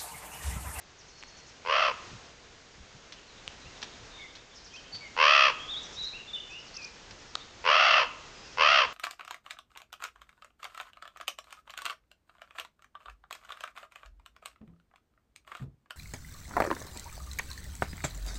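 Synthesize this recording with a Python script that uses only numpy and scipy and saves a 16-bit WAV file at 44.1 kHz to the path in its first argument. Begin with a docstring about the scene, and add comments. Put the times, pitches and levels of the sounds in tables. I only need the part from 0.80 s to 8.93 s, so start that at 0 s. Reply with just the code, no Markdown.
"""Raven in a country yard

A raven close by gives four harsh croaks: arching harmonic tones chopped into puffs by a fast syrinx flutter.
Around the croaks its beak snaps as short rings over a mouth hollow, and claws tick as bursts of grit noise.
Songbirds whistle, twitter, squeak and chip in gliding near-pure tones, over outdoor hiss and soft low bumps.
Yard walls and trees answer faintly with scattered, decaying echoes."""
import sys
import numpy as np
from scipy import signal
from scipy.fft import rfft, irfft
from scipy.io import wavfile
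from scipy.ndimage import uniform_filter1d

SR = 44100
rng = np.random.default_rng(int(sys.argv[2]) if len(sys.argv) > 2 else 0)


def digitize_waveform(pressure):
    """Quantize a signal to 16-bit integers and store it at the path in sys.argv[1].

    Rows of a 2-D input are taken as channels; values are limited to [-1, 1].
    """
    field = np.atleast_2d(pressure).T
    bounded = np.clip(field, -1, 1)
    quanta = np.round(bounded * 32767).astype(np.int16)
    wavfile.write(sys.argv[1], SR, quanta)


N = 358533  # length [samples]


def amp(db):
    """Decibels to linear gain."""
    return 10 ** (np.asarray(db) / 20)


def unit(x):
    """Scale to an rms of 1."""
    return x / np.sqrt(np.mean(x ** 2) + 1e-20)


def read(points, hz):
    """Read a spectrum table along straight lines over log frequency."""
    table_hz, value = np.transpose(points)
    return np.interp(np.log(hz + 1), np.log(table_hz + 1), value)


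def add(mix, start, sound):
    """Lay a sound into the mix at a start time [s], cutting what overruns the end."""
    part = mix[max(round(start * SR), 0):][:len(sound)]
    part += sound[:len(part)]


def high_pass(x, order, hz):
    """Roll off the bass below hz."""
    return signal.sosfilt(signal.butter(order, hz, "high", fs=SR, output="sos"), x)


def wander(n, hz):
    """Smooth random drift, up to one second long, that changes up to about hz times a second."""
    f = np.fft.rfftfreq(SR, 1 / SR)
    smooth = irfft(rfft(rng.standard_normal(SR)) / (1 + (f / hz) ** 4))
    return unit(smooth)[:n]


def colour(x, points, size=4096):
    """Minimum-phase filter with the given spectrum; white noise keeps its level."""
    gain_db = read(points, abs(np.fft.fftfreq(size, 1 / SR)))
    log_gain = np.log(unit(amp(gain_db)))
    taps = np.fft.ifft(np.exp(signal.hilbert(log_gain).conj())).real
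    return signal.oaconvolve(x, taps[:size // 2])[:len(x)]


def note(length, pitches, db, waver, warble=0):
    """A near-pure tone gliding through three pitches, with a slow warble and a quick random waver."""
    warble_hz = 14
    t = np.arange(max(round(length * SR), 64)) / SR
    glide = np.polyval(np.polyfit([0, .5, 1], pitches, 2), t / t[-1])
    sway = 1 - warble * np.sin(2 * np.pi * warble_hz * t)
    hz = glide * (sway + waver * wander(len(t), 270))
    tone = np.sin(2 * np.pi * np.cumsum(hz) / SR)
    return amp(db) * unit(tone * signal.windows.tukey(len(t), .6))


# tilt of the outdoor hiss: (frequency [Hz], relative density [dB per Hz])
AIR_SPECTRUM = [(12, -38), (20, -0.5), (49, -3.5), (81, -6), (127, -8), (201, -10), (334, -10), (465, -9),
                (570, -11), (630, -11.5), (1220, -13), (1530, -12.5), (5590, -17), (6840, -17.5),
                (8600, -31), (11200, -62), (18900, -120)]
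# swell of the outdoor hiss: (time [s], level [dB])
AIR_SWELL = [(0, -55.5), (.8, -53.5), (1.3, -48), (1.6, -54.5), (2.6, -53), (2.75, -50.5), (3.2, -49.5),
             (3.7, -54.5), (4.3, -51), (4.9, -48), (5.6, -52), (6.7, -51), (8.13, -49.5)]
# soft low bumps of air on the microphone: (start [s], length [s], level [dB])
AIR_BUMPS = [(1.269, 0.13, -51.5), (1.961, 0.1, -55.5), (2.12, 0.072, -57.5), (2.82, 0.1, -54),
             (3.132, 0.19, -60.5), (4.11, 0.072, -57), (6.291, 0.065, -58)]


def air(flicker_db=0.5, bump_hz=162.5):
    """Outdoor hiss is coloured noise with a slow swell and a small flicker; bumps are bursts of low drift."""
    t = np.arange(N) / SR
    # one second of drift stretched over the scene: about 11 changes a second
    flicker = np.interp(t, np.linspace(0, t[-1], SR), wander(SR, 88))
    swell_db = np.interp(t, *np.transpose(AIR_SWELL))
    out = unit(colour(rng.standard_normal(N), AIR_SPECTRUM)) * amp(swell_db + flicker_db * flicker)
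    for start, length, db in AIR_BUMPS:
        n = round(length * SR)
        push = high_pass(wander(n, bump_hz), 1, 70)
        add(out, start, amp(db) * unit(push * np.hanning(n)))
    return out


# runs of thin chips from a small bird:
# (start [s], chips [count], spacing [s], centre pitch [Hz], level [dB])
SMALL_BIRD_RUNS = [(.175, 6, 0.096, 5950, -58.5), (3.742, 3, 0.093, 5400, -54.5),
                   (5.018, 3, 0.099, 5750, -52), (5.695, 3, 0.079, 5330, -58), (6.379, 2, .091, 5370, -62),
                   (7.637, 2, 0.069, 5500, -57.5)]


def chips(length=0.058, fall=.09, waver=0.1):
    """Evenly spaced falling chips whose pitch flickers widely; fall and waver are shares of the pitch."""
    out = np.zeros(N)
    for start, count, spacing, hz, db in SMALL_BIRD_RUNS:
        pitches = [hz * (1 + fall), hz, hz * (1 - fall)]
        for k in range(round(count)):
            add(out, start + k * spacing, note(length, pitches, db, waver))
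    return out


# clear songbird notes: (start [s], length [s], first pitch [Hz], middle pitch [Hz], last pitch [Hz],
# level [dB], warble depth [share of pitch])
CLEAR_NOTES = [(0.234, 0.49, 4360, 4370, 4300, -63, 0.013), (2.846, 0.05, 2560, 2700, 3000, -57, 0),
               (3.305, 0.16, 3530, 3640, 3340, -54.5, 0), (3.373, 0.11, 2290, 2154, 2040, -51, 0.0069),
               (3.93, 0.046, 2690, 2590, 2980, -50, 0.034), (3.955, 0.053, 3560, 3180, 2800, -52.5, 0.054),
               (4.117, 0.067, 4480, 4560, 4360, -42, 0.0011), (4.197, .095, 2300, 2190, 2000, -50, 0),
               (4.77, 0.11, 3070, 3240, 3340, -46.5, 0.0062), (4.86, 0.16, 3510, 3564, 3760, -39, 0.051),
               (5.146, 0.19, 3740, 3920, 3860, -39.5, 0.02),
               (5.321, 0.0685, 2120, 2740, 2410, -46.5, 0.0055),
               (5.382, 0.053, 2794, 2870, 2780, -51.5, 0.0013),
               (5.468, 0.056, 3570, 3550, 3320, -48.5, 0.0072),
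               (5.526, 0.0475, 3760, 3493, 3550, -37, 0.0026),
               (5.549, 0.0506, 3150, 2975, 2780, -45, 0.006), (5.592, .05, 3500, 3000, 2850, -49.5, 0),
               (5.681, 0.15, 2360, 2756, 3010, -48, 0), (5.939, 0.17, 2850, 2460, 2450, -50.5, 0.0015),
               (6.591, 0.05, 3580, 3600, 3770, -53.5, 0), (7.505, 0.23, 5050, 5020, 4980, -61, .012),
               (7.611, .125, 2580, 2610, 2560, -61, .055)]


def whistles():
    """Fluted notes, each a near-pure tone bending through three pitches."""
    out = np.zeros(N)
    for start, length, first, middle, last, db, warble in CLEAR_NOTES:
        add(out, start, note(length, [first, middle, last], db, waver=0.02, warble=warble))
    return out


def twitter():
    """Soft short notes, one in each time slot, with random lateness, pitch and glide."""
    span_s, per_s, range_hz = (2.3, 4.2), 9, (2900, 4300)
    length_s, max_glide, level_db = .05, .06, -61  # max_glide is a share of the pitch
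    out = np.zeros(N)
    slots = np.arange(*span_s, 1 / per_s)
    for start, (late, height, slope) in zip(slots, rng.random((len(slots), 3))):
        centre_hz = np.interp(height, [0, 1], range_hz)
        glide = max_glide * (2 * slope - 1) * np.array([-1, 0, 1])
        add(out, start + late / per_s, note(length_s, centre_hz * (1 + glide), level_db, waver=.045))
    return out


# squeaks, levelled by their quick sweep: (time [s], level [dB])
SQUEAK_TIMES = [(5.936, -39.5), (6.014, -41)]


def squeaks():
    """A scratchy-pitched squeak: a slow, softer upward sweep, then a quick one."""
    sweep_hz, waver = (4160, 5210, 6000), 0.067  # waver is a share of the pitch
    slow_s, quick_s, quick_after_s, slow_db = 0.029, 0.0122, .028, -9
    out = np.zeros(N)
    for start, db in SQUEAK_TIMES:
        add(out, start, note(slow_s, sweep_hz, db + slow_db, waver))
        add(out, start + quick_after_s, note(quick_s, sweep_hz, db, waver))
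    return out


# beak snaps: (time [s], nominal peak [dB], ring pitch [Hz], mouth cavity relative to the ring [dB])
BEAK_SNAPS = [(0.427, -26.5, 2580, -22), (0.436, -26.5, 1950, -27), (2.678, -14.5, 2960, -33),
              (6.553, -20.5, 3400, -24), (6.5531, -17, 4640, -21.5), (6.5546, -11, 3860, -13.5)]


def beak(ring_t60=0.0023, cavity_hz=1250, cavity_t60=0.0079, crack_db=-8, onset_s=0.00029):
    """Horn strikes horn: a very short ring with a noisy crack, then the hollow of the mouth."""
    out, t = np.zeros(N), np.arange(SR // 40) / SR
    for start, db, hz, cavity_db in BEAK_SNAPS:
        strike = np.sin(2 * np.pi * hz * t) + amp(crack_db) * rng.standard_normal(len(t))
        ring = strike * amp(-60 * t / ring_t60)
        cavity = np.sin(2 * np.pi * cavity_hz * t) * amp(cavity_db - 60 * t / cavity_t60)
        # the factor 2 makes up for the softened onset
        add(out, start, 2 * amp(db) * (ring + cavity) * (1 - np.exp(-t / onset_s)))
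    return out


def gesture(start, length, attack_s, level_db, top_hz, rise_s, fall_s, hoarse, bright_db):
    """The controls of one croak: effort, pitch, brightness, flutter rate and roughness."""
    t = np.arange(0, length, 1 / SR)
    left = length - t

    def ahead(elapsed, span):
        """Falls from 1 to 0 over the span."""
        return np.clip(1 - elapsed / span, 0, 1)

    # effort swells, holds and lets go
    attack_db = -20.5 * ahead(t, attack_s) ** 2.12
    release_db = -15 * ahead(left, .079) ** 2
    effort_db = level_db + attack_db + release_db
    # the pitch arches up from and back to a low note
    start_hz, end_hz = 466.3, 442.3
    rising, falling = ahead(t, rise_s) ** 1.5, ahead(left, fall_s) ** 2.1
    hz = top_hz + (start_hz - top_hz) * rising + (end_hz - top_hz) * falling
    # the voice is duller at the ends of the arch, where the beak is half shut
    shut_db = -4
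    bright_db = bright_db + shut_db * (rising + falling)
    # the flutter starts with a fast kick and sags as the air runs out
    flutter_hz, kick_hz, kick_s, sag_hz = 78.1, 25, .018, 14.7
    rate = flutter_hz + kick_hz * np.exp(-t / kick_s) - sag_hz * t / length
    # each croak starts cleaner, grows hoarse and clears as it drops
    rough_ends, roughen_s, clear_s = 0.24, 0.122, .07
    ends = ahead(t, roughen_s) + ahead(left, clear_s)
    rough = np.clip(hoarse + (rough_ends - hoarse) * ends, 0, 1)
    return start + t, effort_db, hz, bright_db, rate, rough


def resonate(x, hz, width):
    """A moving resonance: shift the curve hz down to zero, smooth, and shift back."""
    turn = np.exp(2j * np.pi * np.cumsum(hz) / SR)
    r = np.exp(-np.pi * width / SR)
    return 2 * (turn * signal.lfilter([1 - r], [1, -r], x / turn)).real


# throat resonances that the bird tunes along with its pitch: (multiple of pitch [ratio], width [Hz], level [dB])
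TUNED_THROAT = [(1, 300, -6.5), (2, 350, -1), (3.1, 450, -6.5), (4.15, 240, -1), (5.05, 280, -4)]
# fixed colour of the windpipe and open beak: (frequency [Hz], relative level [dB])
OPEN_BEAK = [(200, -46), (350, -25), (440, -13), (660, -10), (820, -2), (1010, -.3), (1340, .3), (1600, -3),
             (1850, -3), (2100, -1), (2330, -3.5), (2630, 3.5), (3150, -.5), (3700, -11), (4650, -5),
             (5700, -10), (8300, -48)]


def croak(row, bypass_db=-7, hiss_hz=820, stagger=0.328, slip=0.5, skew=0.36, count=13):
    """A harmonic tone whose strength and pitch are thrown about by each flutter cycle."""
    t, effort_db, hz, bright_db, rate, rough = gesture(*row)
    n = len(t)
    # a rough flutter stumbles, so puffs come a little early or late
    cycle = np.cumsum(rate) / SR - .09 + stagger * rough ** 2 * wander(n, 45.2)
    # the first puffs are short separate ticks; later ones run together, the more so when rough
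    settled = 1 - np.exp(-(t - t[0]) / .05)
    opening = (np.sin(np.pi * cycle) ** 2 + 1e-9) ** (1.4 / (settled + .08))
    opening += settled * (.2 + 1.3 * rough ** 2)
    uneven_db = 2.8 * rough * wander(n, 170)
    puff = opening * amp(uneven_db)
    # pitch swings once a cycle, highest ahead of the puff, and staggers when the voice is rough
    swing = .15 * np.sqrt(rough) * np.cos(2 * np.pi * (cycle - .22))
    jitter = .1 * rough * wander(n, 306)
    phase = 2 * np.pi * np.cumsum(hz * (1 + swing + jitter)) / SR
    # harmonics above the second bloom as the flutter opens; the fundamental moves against them
    bloom = amp(bright_db) * opening ** .03
    tone = np.zeros(n)
    for k in range(1, count):
        # harmonics slip out of step with each other, the higher the more
        drift = slip * np.log2(k) * np.sqrt(rough) * wander(n, 300)
        tone += np.cos(k * phase + skew * k * k + drift) * bloom ** min(np.log2(k / 2), 1)
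    # turbulence above the fundamental leaks on between puffs
    hiss = high_pass(rng.standard_normal(n), 3, hiss_hz)
    rasp = .66 * (1.15 * rough + .28) * amp(bright_db)
    drive = tone * puff + np.sqrt(count) * puff ** .28 * rasp * hiss
    ringing = sum(amp(db) * resonate(drive, k * hz, width) for k, width, db in TUNED_THROAT)
    voice = colour(ringing + amp(bypass_db) * drive, OPEN_BEAK)
    # even out the level over 43 ms, so that effort alone sets the loudness
    voice /= np.sqrt(uniform_filter1d(voice ** 2, size=1900) + 1e-9)
    # the last 12 ms die away
    fade = np.minimum((t[-1] - t) / .012, 1)
    return t[0], amp(effort_db) * voice * fade * signal.windows.tukey(n, .02)


# raven croaks: (start [s], length [s], attack [s], level [dB], top pitch [Hz], pitch rise [s],
# pitch fall [s], roughness [0-1], brightness [dB])
RAVEN_CROAKS = [(0.845, .284, 0.091, -24.5, 640.3, 0.17, 0.11, 0.62, -5),
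                (4.3608, 0.36, 0.072, -19.5, 628.2, 0.18, 0.086, 0.26, -1.5),
                (6.8362, 0.42, 0.061, -21, 660.7, 0.16, .13, 0.64, -3),
                (7.7681, 0.3, 0.057, -20.5, 658.7, .16, 0.13, .42, -2)]


def raven(near_db=-8, near_t60=.15):
    """The croaks, with quick scatter from the ground and the shed as decaying noise echoes."""
    out = np.zeros(N)
    for row in RAVEN_CROAKS:
        add(out, *croak(row))
    t = np.arange(SR // 5) / SR
    taps = rng.standard_normal(len(t)) * (t > .004) * amp(-60 * t / near_t60)
    scatter = signal.oaconvolve(out, taps / np.linalg.norm(taps))[:N]
    # small stones and boards scatter little bass
    return out + amp(near_db) * high_pass(scatter, 1, 1200)


# claw steps: (time [s], rms level at the start [dB], decay time t60 [s])
CLAW_STEPS = [(2.322, -42.5, 0.12), (3.018, -32, 0.015), (3.028, -32, 0.063), (3.552, -43, 0.12),
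              (4.144, -44.5, 0.18), (6.308, -40, 0.056)]
# colour of the grit: (frequency [Hz], relative level [dB])
GRIT_COLOUR = [(100, -15), (600, -4.5), (2000, -3.5), (4000, 1.5), (6000, -3.5), (8500, -22)]


def claws():
    """Each step sets off a brief burst of grit grains: uneven noise that dies away."""
    out, t = np.zeros(N), np.arange(SR // 8) / SR
    for start, db, t60 in CLAW_STEPS:
        grains = unit(rng.standard_normal(len(t)) * np.exp(.5 * wander(len(t), 900)))
        add(out, start, grains * amp(db - 60 * t / t60))
    return colour(out, GRIT_COLOUR)


# echo decay of the yard: (frequency [Hz], decay time t60 [s])
YARD_DECAY = [(300, 0.42), (650, 0.65), (1150, 0.85), (1700, 0.53), (3000, 0.72), (7000, 0.21)]


def yard(x):
    """Scattered echoes from walls and trees, each band dying at its own speed."""
    # about 2500 reflections a second, from 15 ms on
    reflects = rng.random(SR) < 2500 / SR
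    taps = rng.standard_normal(SR) * reflects * (np.arange(SR) > .015 * SR)
    hz, t, bands = signal.stft(taps, SR, nperseg=256)
    decay = amp(-60 * t / read(YARD_DECAY, hz)[:, None])
    tail = signal.istft(bands * decay, SR, nperseg=256)[1]
    return signal.oaconvolve(x, tail / np.linalg.norm(tail))[:N]


def scene(croak_echo_db=-21.0, tick_echo_db=-18, song_echo_db=-11.0, chip_echo_db=-5):
    """The near raven is almost dry; the birds in the trees carry more echo."""
    hiss = air()
    chipping = chips()
    song = whistles() + twitter() + squeaks()
    ticks = beak() + claws()
    calls = raven()
    near_send = amp(croak_echo_db) * calls + amp(tick_echo_db) * ticks
    tree_send = amp(song_echo_db) * song + amp(chip_echo_db) * chipping
    echoes = yard(near_send + tree_send)
    return (calls + ticks + song + chipping + echoes + hiss)[None]


def record(dry, droop_hz=7600, edge_hz=8800):
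    """A small microphone: the top droops, then a steep band limit."""
    dull = signal.sosfilt(signal.butter(4, droop_hz, fs=SR, output="sos"), dry)
    band_limit = signal.firwin(255, edge_hz, window=("kaiser", 9), fs=SR)
    return signal.oaconvolve(dull, band_limit[None], "same")


dry = scene()
out = record(dry)
digitize_waveform(out)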